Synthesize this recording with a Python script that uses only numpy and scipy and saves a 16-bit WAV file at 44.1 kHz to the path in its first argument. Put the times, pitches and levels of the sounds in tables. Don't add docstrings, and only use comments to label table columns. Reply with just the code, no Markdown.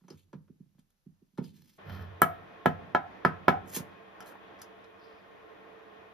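import sys
import numpy as np
from scipy import signal
from scipy.fft import rfft, irfft, next_fast_len
from scipy.io import wavfile
from scipy.ndimage import uniform_filter1d

SR = 44100
rng = np.random.default_rng(int(sys.argv[2]) if len(sys.argv) > 2 else 0)


def dump(signal):
    limited = np.clip(np.atleast_2d(signal).T, -1, 1)
    pcm = np.round(limited * 32767).astype(np.int16)
    wavfile.write(sys.argv[1], SR, pcm)


N = 270333
T = np.arange(N) / SR
CUT_S = 1.779
WOOD_LATE_CYCLES, TIN_LATE_CYCLES = 2.3, 0.13

# pitch in Hz, level in dB, time to fall 60 dB in seconds.
BENCH_MODES = [(90.5, -5.5, 0.27), (158.2, -2.5, 0.17), (178, 4.5, 0.071), (246.2, -3.5, 0.081),
               (264.8, -6.5, 0.047), (349.7, 3.5, 0.039), (379.5, 0, 0.072), (463, 2, 0.087),
               (517.4, -6, 0.23), (681.6, -6.5, .1), (910, -3, 0.1), (1264, -8, .06), (1550, -13, 0.017)]
# pitch in Hz, level in dB, time to fall 60 dB in seconds.
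TIN_MODES = [(556, -9, .06), (650, -10.5, .07), (731.4, 0, 0.072), (832, -4, 0.045), (868, -6, 0.045),
             (970, -6.5, 0.02), (1005, -6.5, .06), (1326, 0, 0.043), (1372, 7.5, 0.018),
             (1442, -1.5, 0.045), (1567, -7.5, 0.037), (1676, 0.5, 0.053), (1640, -14, 0.019),
             (1790, -18, 0.026), (2050, -27.5, 0.012), (2200, -14.5, .05), (2520, -15.5, 0.036),
             (3040, -5.5, 0.06), (3705, -18.5, .06)]
# frequency in Hz, likeness from 0 to 1.
PORT_LIKENESS = [(25, .6), (130, .78), (300, .4), (640, .1), (4000, .1), (6500, .45), (7400, 1), (9300, 1),
                 (10500, .7), (11800, 1), (20000, 1)]


def undb(db):
    return 10 ** (np.asarray(db) / 20)


def on_hz(table, size):
    t = np.array(table, float)
    bins_hz = np.fft.rfftfreq(size, 1 / SR)
    return np.interp(np.log(bins_hz + 1), np.log(t[:, 0]), t[:, 1])


def noise(spectrum, alike=None):
    size = next_fast_len(N)
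    a, b = rfft(rng.standard_normal((2, size))) * undb(on_hz(spectrum, size))
    c = 1 if alike is None else on_hz(alike, size)
    x = irfft(np.array([a, c * a + np.sqrt(1 - c ** 2) * b]), size)[:, :N]
    return x / x.std()


def walk(rate):
    k = int(SR / rate)
    steps = np.repeat(rng.standard_normal(N // k + 1), k)
    return 1.5 * uniform_filter1d(uniform_filter1d(steps, k), k)[:N]


def ring(modes, push_ms, scatter_db, favour_hz=0, damping=1, focus_db=11, late_cycles=WOOD_LATE_CYCLES):
    t = T[:SR // 2]
    hz, db, t60 = np.transpose(modes)[:, :, None]
    chance = rng.standard_normal((2, len(modes), 1))
    if favour_hz:
        db = db - focus_db * np.minimum(abs(np.log2(hz / favour_hz)), 1.5)
    late = late_cycles / hz
    swell = np.clip(t / late, 0, 1) ** 2
    tone = np.sin(2 * np.pi * hz * (1 + .006 * chance[1]) * (t - late))
    fall_db = 60 * np.maximum(t - late, 0) * damping / t60
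    x = swell * undb(db + scatter_db * chance[0] - fall_db) * tone
    k = max(push_ms * SR / 1000, 2)
    push = np.sin(np.pi * np.arange(0, k) / k)
    x = np.convolve(x.sum(0), push)[:len(t)]
    return x / abs(x).max()


def burst(hz_lo, hz_hi, t60):
    t = T[:SR // 2]
    band = signal.butter(2, [hz_lo, hz_hi], "band", fs=SR, output="sos")
    x = signal.sosfilt(band, rng.standard_normal(len(t)))
    return x / (2 * x.std()) * undb(-60 * t / t60)


def add(track, s, x):
    i = int(s * SR)
    track[i:i + len(x)] += x[:N - i]


def stroke(start_s, hold_s, swell_s, fade_s):
    away = np.maximum((start_s - T) / swell_s, (T - start_s - hold_s) / fade_s)
    return undb(-30 * np.maximum(away, 0))


def shop():
    # frequency in Hz, level in dB per Hz.
    shop_spectrum = [(15, -28), (25, 8), (148, -17.5), (332, -16), (642, -16), (1730, -22), (1890, -25),
                     (2000, -36), (2600, -59.5), (4400, -120)]
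    return noise(shop_spectrum, PORT_LIKENESS) * undb(-82 + 0.94 * walk(11.0))


def self_noise():
    # frequency in Hz, level in dB per Hz.
    hiss_spectrum = [(800, -19.5), (2000, -1), (12000, -3.5), (14500, -14.5), (15200, -32)]
    return noise(hiss_spectrum, PORT_LIKENESS) * undb(np.where(T < CUT_S, -85, -82.5))


def knocks():
    # start in seconds, level in dB, click against that level in dB, push in ms,
    # favoured pitch in Hz, damping by the hand as a factor on the decay rate (at least 0.3 is used).
    blows = [(0.008, -58, -13.5, 2.1, 179, 0.28), (0.036, -54.5, -10.5, 2, 180, 0.51),
             (0.079, -53.5, 3.5, 2, 350, 0.89), (0.1, -40, -9, 1.94, 387, 0.78),
             (0.119, -49.5, -9, 1.9, 240, 2), (0.132, -47, -16, 2, 103, 2.1),
             (0.28, -66.5, -10, 2.8, 100, 1.4), (0.328, -40, -6, 0.98, 258, 0.88),
             (0.342, -36.5, -42, 1.5, 167, 0.76), (0.476, -68, 3, 0.75, 322, 1.8),
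             (0.493, -43.5, -38, 2, 232, 1.9), (0.596, -42.5, -43, 2.3, 188, 1.4),
             (0.656, -60, -30, 1.3, 144, 3.1), (0.745, -59, -21, 0.77, 128, 5.6),
             (0.779, -52.5, -12.5, 3.3, 234, 1.8), (1.057, -42.5, -41, 2.8, 209, 0.83),
             (1.215, -53.5, -50, 2.4, 314, 2.1), (1.327, -61, -24, 2.3, 197, 0.4),
             (1.38, -24.5, -16, 0.28, 218, 1.47), (1.408, -33, -34, 0.69, 187, 0.61),
             (3.76, -30, -5, 1.6, 294, 0.59), (3.793, -33.5, -5.5, 2.9, 214, 4.4)]
    out = np.zeros(N)
    for s, db, click_db, push_ms, hz, damping in blows:
        wood = ring(BENCH_MODES, push_ms, 0.88, hz, max(damping, .3))
        add(out, s, undb(db) * wood)
        click = burst(350, 1380, 0.091) + undb(-10.0) * burst(2100, 11000, 0.012)
        add(out, s + 0.0022, undb(db + click_db) * click)
    return out


def ticks():
    # start in seconds, level in dB, then against it tin ring in dB and top treble in dB,
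    # and brightest pitch in Hz.
    contacts = [(0.0823, -56, -2, -18, 5930), (0.1026, -45.5, -5, -24, 5320), (0.904, -72.5, -3, 8, 3490),
                (1.3762, -50, 3, -27, 3940), (1.4413, -50.5, -4, -7, 4830), (3.6696, -64, 10, -15, 3600),
                (4.2053, -48, 14, 4.5, 5040), (4.2243, -50, 6, -5, 3230), (4.261, -58, 14, 8, 4130),
                (4.269, -55, 2, 3, 4100), (4.277, -56, 0, 11, 3380), (4.59, -61, 4, -9, 5150),
                (4.5967, -58, -14, -2, 3450), (4.6176, -47.5, 7.5, 12.5, 5130), (4.8424, -56, 0, -20, 4100)]
    out = np.zeros(N)
    for s, db, tin_db, top_db, hz in contacts:
        ping = burst(hz / 1.07, hz * 1.07, .03)
        click = ping + undb(-1) * burst(2900, 8950, 0.02) + undb(top_db) * burst(6000, 12200, 0.019)
        tin = ring(TIN_MODES, 0.078, 2.6, 1800, focus_db=2.2, late_cycles=TIN_LATE_CYCLES)
        add(out, s, undb(db) * (click + undb(tin_db) * tin))
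    return out


def rubs():
    # hold start in seconds, hold, swell and fade in seconds, hiss in dB, rasp in dB,
    # rasp centre in Hz, rasp width in octaves, hiss tilt in dB per octave.
    slides = [(0.174, .005, 0.26, 0.13, -74.5, -76, 3400, 1.2, -11),
              (0.792, .01, 0.022, 0.035, -80, -83.5, 3550, 1.3, -12),
              (1.444, .004, 0.049, 0.18, -68.5, -67.5, 3740, 0.94, -10),
              (1.58, 0.197, 0.36, .006, -78.5, -75.5, 3720, 3.3, 3),
              (1.892, .11, 0.089, 0.13, -69.5, -67.5, 3500, 1.8, 23.5),
              (3.68, 0.043, 0.026, .05, -62.5, -84, 3600, 2.2, -11.5),
              (3.752, 0.029, 0.062, 0.036, -41, -46.5, 3340, 3.4, -5),
              (4.285, .006, 0.079, 0.056, -61, -68.5, 4000, 1.2, -2),
              (4.23, .12, 0.08, .15, -95, -58.5, 850, 2.6, 2),
              (4.616, .002, 0.012, .05, -64, -62, 4500, 1.4, -3),
              (5.014, 0.042, .05, 0.35, -88, -73.5, 4820, 0.53, -5)]
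    # frequency in Hz, level in dB per Hz.
    hiss_spectrum = [(4000, -40), (6500, -6), (9000, -2), (12000, 0), (14500, -2), (15600, -14)]
    grain = undb(3.4 * walk(300))
    out = 0
    for s, hold_s, swell_s, fade_s, hiss_db, rasp_db, hz, octaves, tilt_db in slides:
        hiss = noise([(f, d + tilt_db * np.log2(f / 12000)) for f, d in hiss_spectrum])[0]
        rasp_spectrum = [(hz / 2 ** (3 * octaves), -40), (hz / 2 ** (octaves / 2), -3), (hz, 0),
                         (hz * 2 ** (octaves / 3), -4), (hz * 2 ** octaves, -40)]
        rasp = noise(rasp_spectrum)[0]
        contact = undb(hiss_db) * hiss + undb(rasp_db) * rasp
        out = out + stroke(s, hold_s, swell_s, fade_s) * grain * contact
    return out


def fan():
    # frequency in Hz, level in dB per Hz.
    roar_spectrum = [(15, -78), (25, -26.5), (91, -14), (161, -17), (190, -10), (240, -14.5), (327, -5.5),
                     (385, -9), (444, -11), (589, -5.5), (1060, -11), (1870, -13.5), (7000, -45.5),
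                     (9100, -74), (15400, -120)]
    # pitch in Hz, width in Hz, level in dB against the roar.
    duct_modes = [(102.2, 8, -28), (195.6, 10, -14.5), (445.4, 31.6, -5), (691.5, 27, -11.5),
                  (1076.5, 44, -9), (1193, 58, -20), (1625, 80, -27.5), (1843, 41, -14.5), (2490, 120, -18),
                  (3253, 930, -16.5)]
    before_lift = T < 4.74
    roar_db = np.where(before_lift, -54, -55.5)
    hum_db = np.where(before_lift, -2, 2)
    out = noise(roar_spectrum, PORT_LIKENESS) * undb(1.0 * walk(14))
    for hz, width_hz, mode_db in duct_modes:
        peak = [(hz - 3 * width_hz, -60), (hz - width_hz / 2, -4), (hz, 0),
                (hz + width_hz / 2, -4), (hz + 3 * width_hz, -60)]
        level_db = mode_db + 1.1 * walk(24) + hum_db * (400 < hz < 500)
        out = out + noise(peak, PORT_LIKENESS) * undb(level_db)
    return out * undb(roar_db)


def drag():
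    slips_per_s = np.array([[1500], [900]])
    slips = (rng.random((2, N)) < slips_per_s / SR) * rng.standard_normal((2, N))
    bench = ring(BENCH_MODES, 4.5, 0, 92, 2.1)
    tin = ring(TIN_MODES, 0.12, 0, damping=2.73, late_cycles=TIN_LATE_CYCLES)
    low = signal.fftconvolve(slips[0], bench)[:N]
    rattle = signal.fftconvolve(slips[1], tin)[:N]
    push = stroke(1.892, 0.12, swell_s=0.081, fade_s=0.26)
    return push * (undb(-39) * low / low.std() + undb(-52) * rattle / rattle.std())


def pops():
    # start in seconds, level in dB, then against it bench thump, crack, seal hiss and lid ring in dB,
    # lid pitch in Hz, lid ringing time in seconds, favoured tin pitch in Hz, tin damping as a factor.
    snaps = [(2.2184, -0.5, -22.5, -5, -56, -21, 704.5, 0.13, 1285, 1),
             (2.6589, -3, -14, -25.5, -50, -22.5, 712.5, .14, 690, 1.2),
             (2.949, -6, -25, -35.5, -60, -21, 745, 0.12, 785, 0.67),
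             (3.25, -2.5, -16.5, -24.5, -53, -31, 711.4, 0.16, 1300, 1.4),
             (3.482, 1.5, -20, -29, -50, -23.5, 765.6, 0.11, 754, 1.5)]
    # multiple of the lid pitch, level in dB, time to fall 60 dB in seconds.
    lid_modes = [(0.956, -6.5, 0.45), (1.003, -14.5, 0.99), (1.042, -5.5, .35)]
    out = np.zeros(N)
    rattle = undb(2.2 * walk(53))
    for s, db, thump_db, crack_db, hiss_db, lid_db, lid_hz, lid_s, hz, damping in snaps:
        for lag_s, blow_db in ((0, 0), (0.00311, -7.5)):
            tin = ring(TIN_MODES, 0.29, 0.92, hz, damping, focus_db=5.0, late_cycles=TIN_LATE_CYCLES)
            add(out, s + lag_s, -undb(db + blow_db) * tin)
        lid = ring(np.array(lid_modes) * [lid_hz, 1, 1], 1.0, 0.45, late_cycles=TIN_LATE_CYCLES)
        lid *= rattle[int(s * SR):][:SR // 2]
        lid *= undb(-898 * np.maximum(T[:SR // 2] - lid_s, 0))
        clatter = undb(-11) * burst(500, 1500, 0.034)
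        clatter += undb(-38.5) * burst(1445, 2380, 0.29) + undb(-34.5) * burst(980, 13000, 0.009)
        crack = undb(crack_db) * burst(8500, 15000, 0.0074)
        seal_hiss = undb(hiss_db) * burst(4500, 15000, 0.16)
        add(out, s, undb(db) * (undb(lid_db) * lid + clatter + crack + seal_hiss))
        thump = ring(BENCH_MODES, 1.0, 0.65, 230, 0.77, focus_db=5.5, late_cycles=1.1)
        add(out, s, undb(db + thump_db) * thump)
    return out


def room(x):
    # band centre in Hz, time to fall 60 dB in seconds, level in dB.
    room_bands = [(60, 1, -5), (254.4, 0.15, -6), (940, 0.26, -9), (4000, 0.1, -2), (12000, 0.24, -19)]
    t, tail = T[:SR // 2], 0
    spray = noise([(20, 0), (20000, 0)], PORT_LIKENESS)[:, :len(t)]
    for hz, t60, db in room_bands:
        band = signal.butter(1, [hz / 2, min(hz * 2, .45 * SR)], "band", fs=SR, output="sos")
        decay = signal.sosfilt(band, spray) * undb(-60 * t / t60) * np.clip(t / 0.0007, 0, 1)
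        tail = tail + undb(db) * decay / np.sqrt(t60 * SR / (2 * np.log(1000)))
    return signal.fftconvolve(x[None], tail, axes=1)[:, :N]


def scene():
    near = knocks() + ticks() + rubs() + drag() + pops()
    near = signal.sosfilt(signal.butter(3, 96, "high", fs=SR, output="sos"), near)
    after = np.clip((T - CUT_S) / 0.012, 0, 1)
    return near + room(near) + (1 - after) * shop() + after * fan() + self_noise()


def record(dry):
    # frequency in Hz, level in dB.
    port_balance = [(30, 2), (200, 5.5), (420, 5), (720, 0), (1100, -1), (5500, -1.5), (7400, 3.5),
                    (20000, -3.5)]
    # frequency in Hz, phase in radians.
    port_lead = [(0, 0), (200, -.15), (400, -.3), (720, -1.6), (1100, -.2), (2000, -.6), (5500, .3),
                 (7500, 3.0), (9200, 3.3), (11300, 5.6), (13300, 6.5), (15300, 9.2), (17000, 9.6)]
    size = next_fast_len(N + 4096)
    lead = np.interp(np.fft.rfftfreq(size, 1 / SR), *np.transpose(port_lead))
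    half = undb(on_hz(port_balance, size) / 2)
    response = np.array([1 / half, half * np.exp(1j * lead)])
    ports = irfft(rfft(dry, size) * response, size)[:, :N]
    rounded = .88 * np.tanh(ports / .88)
    return signal.sosfilt(signal.ellip(12, .2, 100, 16200, fs=SR, output="sos"), rounded)


dry = scene()
out = record(dry)
dump(out)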